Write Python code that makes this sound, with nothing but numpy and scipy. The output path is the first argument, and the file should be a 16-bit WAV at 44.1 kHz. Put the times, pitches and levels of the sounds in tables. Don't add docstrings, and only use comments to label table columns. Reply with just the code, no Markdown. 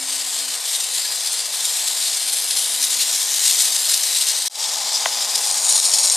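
import sys
import numpy as np
from scipy import signal
from scipy.fft import rfft, irfft
from scipy.io import wavfile
from scipy.ndimage import uniform_filter1d

SR = 44100
rng = np.random.default_rng(int(sys.argv[2]) if len(sys.argv) > 2 else 0)


def wrap_up_sound(samples):
    columns = np.atleast_2d(samples).T
    tamed = np.clip(columns, -1, 1)
    steps = np.round(tamed * 32767).astype(np.int16)
    wavfile.write(sys.argv[1], SR, steps)


N = 271656
TIME = np.arange(N) / SR
HZ = np.fft.rfftfreq(N, 1 / SR)
TRACK_LEVEL_S = 4.492

# (time [s], rise [dB], length [s], band it stands out in [Hz])
SURGES = [(0.123, 2.5, 0.089, 8200), (0.396, 1.5, 0.028, 4960), (0.659, 7, .01, 4300),
          (0.694, 5, .022, 4700), (0.745, 5.5, 0.026, 3930), (0.808, 4, .015, 3800),
          (0.967, 3.5, 0.068, 8900), (1.273, 3, 0.028, 4830), (1.328, 5, .016, 8800), (1.39, 2, .04, 4800),
          (1.68, 2.5, 0.044, 4970), (2.054, 3.5, 0.072, 4110), (2.14, 4, .021, 4630),
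          (2.332, 3.5, 0.023, 9000), (2.59, 4, 0.056, 7200), (2.837, 4, 0.037, 9500),
          (2.923, 2, 0.014, 4300), (3.018, 4, 0.036, 4270), (3.133, 4.5, 0.026, 6700),
          (3.485, 4, 0.082, 8500), (3.62, 3, 0.09, 8000), (3.914, 3, 0.013, 8700), (3.946, 6.5, .016, 5570),
          (4.04, 2.5, .018, 8100), (4.17, 2, .05, 8250), (4.22, 4.5, .011, 8900), (4.289, 4, 0.032, 5200),
          (4.644, 4, .022, 3650), (4.953, 3.5, 0.042, 5200), (5.222, 5, .012, 5330),
          (5.38, 2.5, 0.013, 5700), (5.476, 3, .04, 6900), (5.655, 4.5, .02, 7000), (5.701, 5, .011, 7000),
          (5.76, 3.5, 0.048, 7050), (5.866, 5, .014, 7100), (5.977, 2, .07, 6900), (6.088, 3, 0.022, 6900)]
# (frequency [Hz], width [Hz], side-on level [dB], head-on level [dB])
SHELL = [(4260, 430, 1.5, 5), (4990, 480, 2.5, -0.5), (5650, 370, 1.9, 6), (6750, 520, 0.5, 9),
         (7590, 650, 2.5, 5), (8860, 820, 2, 9.5), (9800, 4000, 0, 5), (13300, 1100, 2, 1)]


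def gears(turns, level_db=-25, room_radius_m=1.55, flutter_db=1.42, pulse_db=0.94, slide=0.8):
    # (frequency [Hz], level [dB])
    chatter_above = [(600, -53), (1250, -19.5), (1900, -12.5), (2450, -13), (3000, -5.5), (3800, -1),
                     (6200, -3.5), (8300, -0.26), (9600, -6), (11500, -5), (12400, -12), (15300, -18.5)]
    chatter_low = [(600, -55), (1250, -22), (1900, -15.5), (2700, -12), (3400, -2.5), (4700, -2.5),
                   (6200, -4.5), (7300, -1), (9500, -7), (11500, -8), (12400, -13), (13400, -19.5),
                   (14200, -34), (15300, -33)]
    # (time [s], level change [dB], length [s])
    lulls = [(0.045, -3, .06), (0.62, -2.5, 0.1), (1.485, -3.5, .07), (5.89, -1.5, 0.044)]
    teeth = evened(scattered(impacts(per_s=5500, spread_db=3.5)) + slide * rng.standard_normal(N))
    running_db = level_db + 10 * np.log10(1 / distance() ** 2 + 1 / room_radius_m ** 2)
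    surge_db = swells(SURGES) + swells(lulls) + small_surges()
    clump_db = flutter_db * (1 + 0.57 * facing()) * wander(97)
    force = gain_of(running_db + surge_db + clump_db + pulse_db * np.cos(2 * np.pi * turns))
    return radiate(from_both_places(teeth * force, chatter_above, chatter_low, band_hz=(3000, 9000)))


def small_surges(per_s=11, typical_db=2.5, length_s=0.017, give_way_db=3):
    draws = rng.random((int(N / SR * per_s) + 1, 2))
    humps = [typical_db * (.5 + size) * bell(TIME, (k + late) / per_s, length_s)
             for k, (late, size) in enumerate(draws)]
    rise_db = np.max(humps, axis=0)
    return (rise_db - rise_db.mean()) * np.exp(-swells(SURGES) / give_way_db)


def scattered(x, t60=0.0028):
    t = np.arange(400) / SR
    echo = rfft(rng.standard_normal(len(t)) * gain_of(-60 * t / t60), 1024)
    return signal.oaconvolve(x, irfft(echo / abs(echo)))[:N]


def radiate(x, patchy_db=1.64, treble_db=-2.5, per_halving_db=3):
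    # (time [s], length [s], frequency [Hz], boost [dB])
    beams = [(1.0, 1, 4600, 1), (1.65, .4, 6300, 1.5), (2.55, 0.46, 10240, 7), (3.2, 0.51, 6100, 4),
             (3.55, 0.39, 6800, 3.5), (4.15, 0.64, 5700, 1), (4.95, 0.97, 5500, 4), (5.95, 0.89, 5260, 6.5)]
    hz, t, spectra = signal.stft(x, SR, nperseg=512, noverlap=384)
    hz = hz[:, None]
    at, length, beam_hz, beam_db = np.transpose(beams)
    field_db = (beam_db * bell(hz, beam_hz, width=1500)) @ bell(t[:, None], at, length).T
    treble = np.clip((hz - 7500) / 5000, 0, 1.3)
    near_db = -per_halving_db * np.log2(distance(t)) * (1 - facing(t))
    station_db = -4 * bell(t, 4.85, width=0.58)
    field_db += treble * (treble_db + near_db + station_db)
    for mode_hz, width, side_db, front_db in SHELL:
        field_db += (side_db + facing(t) * (front_db - side_db)) * bell(hz, mode_hz, width)
    at, rise_db, length, surge_hz = np.transpose(SURGES)
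    surging = bell(t[:, None], at, length)
    field_db += (rise_db * bell(hz, surge_hz, width=600)) @ surging.T
    field_db -= 0.52 / (1 + (hz / 2000) ** 8) * (surging @ rise_db)
    patches = uniform_filter1d(rng.standard_normal(spectra.shape), size=3, axis=0)
    patches = uniform_filter1d(patches, size=60, axis=1)
    gain = gain_of(field_db + patchy_db * evened(patches))
    main_band = (hz[:, 0] > 3000) & (hz[:, 0] < 9000)
    gain /= np.sqrt(np.mean(gain[main_band] ** 2, axis=0))
    return signal.istft(spectra * gain, SR, nperseg=512, noverlap=384)[1][:N]


def ticks(t60=0.0064):
    # (time [s], level [dB])
    strikes = [(3.977, -7), (4.305, -5), (4.456, -14), (5.512, -3), (5.8, -2), (6.099, 1)]
    t = np.arange(600) / SR
    decay = (1 - np.exp(-t / 0.0001)) * gain_of(-60 * t / t60)
    modes = sum(gain_of(db) * np.sin(2 * np.pi * (hz * t + rng.random())) for hz, _, _, db in SHELL[:6])
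    ring = decay * modes
    blows = np.zeros(N)
    for at, db in strikes:
        blows[round(at * SR)] = gain_of(db)
    return signal.oaconvolve(blows, ring / abs(ring).max())[:N]


def clack(at_s=5.0574, level_db=-8):
    # (frequency [Hz], level [dB], t60 [s])
    modes = [(685, 1, 0.014), (1054, -3, 0.018), (1570, -3.5, 0.019), (1960, -1, 0.016), (3220, -1, 0.01),
             (6500, -6, .004)]
    sound = np.zeros(N)
    for hz, db, t60 in modes:
        t = np.maximum(TIME - at_s - .8 / hz, 0)
        sound += gain_of(level_db + db - 60 * t / t60) * np.sin(2 * np.pi * hz * t)
    return sound


def knocks():
    return signal.sosfilt(signal.butter(8, 520, "highpass", fs=SR, output="sos"), ticks() + clack())


def wheels(above_db=-44, low_db=-35.5, per_halving_db=1.3, flutter_db=0.46):
    # (frequency [Hz], level [dB])
    board_above = [(30, -28), (100, -47), (180, -30), (255, -14), (320, -10), (420, -10.5), (485, -0.5),
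                   (540, -3), (720, 1.5), (1080, 0), (1350, -5.5), (1900, -0.5), (2600, -3.5), (4000, -19)]
    board_low = [(30, -28), (100, -42), (180, -32), (250, -15), (340, -19.5), (470, -7.5), (690, -1.5),
                 (820, 2), (960, -1.5), (1100, -2.5), (1400, -9), (2000, -7.5), (2400, -5.5), (4000, -16)]
    above = TIME < TRACK_LEVEL_S
    since = np.maximum(TIME - TRACK_LEVEL_S, 0)
    rumble_db = np.where(above, above_db, low_db - 2 * since) - per_halving_db * np.log2(distance())
    note_share = np.where(above, 0.033, 0.83 * np.exp(-since / .6))
    bumps = impacts(per_s=3500, spread_db=1.5) * gain_of(flutter_db * wander(17))
    board = from_both_places(bumps, board_above, board_low, band_hz=(450, 1200))
    note = ringing(board, hz=857, width_hz=30)
    return ((1 - note_share / 2) * board + note_share * note / 2) * gain_of(rumble_db)


def motor_turns(start_hz=266.8, sag_hz_per_s=2.2, waver=0.0099):
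    return np.cumsum((start_hz - sag_hz_per_s * TIME) * (1 + waver * wander(10.4))) / SR


def motor(turns, floor_db=-69.5, waver_db=1.7):
    # (time [s], rise [dB], length [s])
    hum_swells = [(0.03, 20, 0.43), (0.45, 15.5, .2), (2.85, 13, 0.68), (3.65, 5.5, .35)]
    level_db = floor_db + swells(hum_swells) + waver_db * wander(10)
    return np.sqrt(2) * np.sin(2 * np.pi * turns) * gain_of(level_db)


def room(x, t60=0.099, echoes_per_s=2000):
    t = np.arange(SR // 3) / SR
    taps = rng.standard_normal((2, len(t))) * (rng.random((2, len(t))) < echoes_per_s / SR)
    taps *= (t > .002) * gain_of(-60 * t / t60)
    taps /= np.linalg.norm(taps, axis=1, keepdims=True)
    return signal.fftconvolve(x[None], taps, axes=1)[:, :N]


def distance(t=TIME):
    # (time [s], distance [m])
    path = [(0, 1.38), (1.3, 1.22), (1.7, 0.85), (2.3, 1.06), (3.4, 0.59), (4.2, 0.72), (4.7, 1),
            (5.55, .72), (5.8, 0.45), (6.16, 0.5)]
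    return np.interp(t, *np.transpose(path))


def facing(t=TIME, bend_s=5.2, bend_length_s=0.54):
    return np.clip((t - bend_s) / bend_length_s, 0, 1)


def from_both_places(x, above, low, band_hz):
    return np.where(TIME < TRACK_LEVEL_S, coloured(x, above, band_hz), coloured(x, low, band_hz))


def coloured(x, spectrum, band_hz):
    gain = gain_of(spectrum_db(spectrum))
    inside = (HZ > band_hz[0]) & (HZ < band_hz[1])
    return irfft(rfft(x) * gain / np.sqrt(np.mean(gain ** 2 * inside)), N)


def spectrum_db(points):
    hz, db = np.transpose(points)
    return np.interp(np.log(HZ + 1), np.log(hz + 1), db)


def impacts(per_s, spread_db):
    struck = rng.random(N) < per_s / SR
    size = np.clip(rng.standard_normal(N), -2, 2)
    return evened(struck * rng.choice([-1, 1], N) * gain_of(spread_db * size))


def ringing(x, hz, width_hz):
    r = np.exp(-np.pi * width_hz / SR)
    return evened(signal.lfilter([1, 0, -1], [1, -2 * r * np.cos(2 * np.pi * hz / SR), r * r], x))


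def wander(rate_hz):
    return evened(irfft(rfft(rng.standard_normal(N)) / np.sqrt(1 + (HZ / rate_hz) ** 4), N))


def swells(rows):
    return sum(db * bell(TIME, at, length) for at, db, length, *_ in rows)


def bell(x, centre, width):
    return .5 ** ((2 * (x - centre) / width) ** 2)


def gain_of(db):
    return 10 ** (np.asarray(db) / 20)


def evened(x):
    return x / np.sqrt(np.mean(x ** 2) + 1e-20)


def breaks(cut_s=0.005, silence_db=-50):
    # (time [s], hold [s], level on return [dB], recovery [s])
    gaps = [(4.481, 0.017, -20, 0.099), (5.802, 0.002, -6, 0.059)]
    level_db = np.zeros(N)
    for at, hold, return_db, recovery in gaps:
        cut = np.clip((TIME - at) / cut_s, 0, 1)
        climb = np.clip((TIME - at - hold) / recovery, 0, 1)
        level_db += cut * np.where(TIME < at + hold, silence_db, return_db * (1 - climb))
    return gain_of(level_db)


def scene(room_db=-11, width_db=-23):
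    turns = motor_turns()
    tram = gears(turns) + wheels() + knocks()
    shared, apart = room(tram)
    middle = tram + motor(turns) + gain_of(room_db) * shared
    side = gain_of(width_db) * apart
    return np.array([middle + side, middle - side])


def record(dry, notch_hz=7890, notch_width_hz=170, low_cut_hz=130, high_cut_hz=15330):
    # (frequency [Hz], left minus right [dB])
    lean = [(100, 3.5), (600, 3.7), (1300, 3.3), (2300, 1), (4400, 3), (8000, 3), (14000, .3)]
    balance = gain_of(np.array([[.5], [-.5]]) * spectrum_db(lean))
    detuning = (HZ - notch_hz) / (notch_width_hz / 2)
    notch = 1j * detuning / (1 + 1j * detuning)
    sound = irfft(rfft(dry) * balance * notch, N)
    sound = np.clip(sound * breaks(), -.92, .92)
    sound = signal.sosfilt(signal.butter(2, low_cut_hz, "highpass", fs=SR, output="sos"), sound)
    high_cut = signal.firwin(801, high_cut_hz, window=("kaiser", 9), fs=SR)
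    return signal.oaconvolve(sound, high_cut[None], "same")


dry = scene()
out = record(dry)
wrap_up_sound(out)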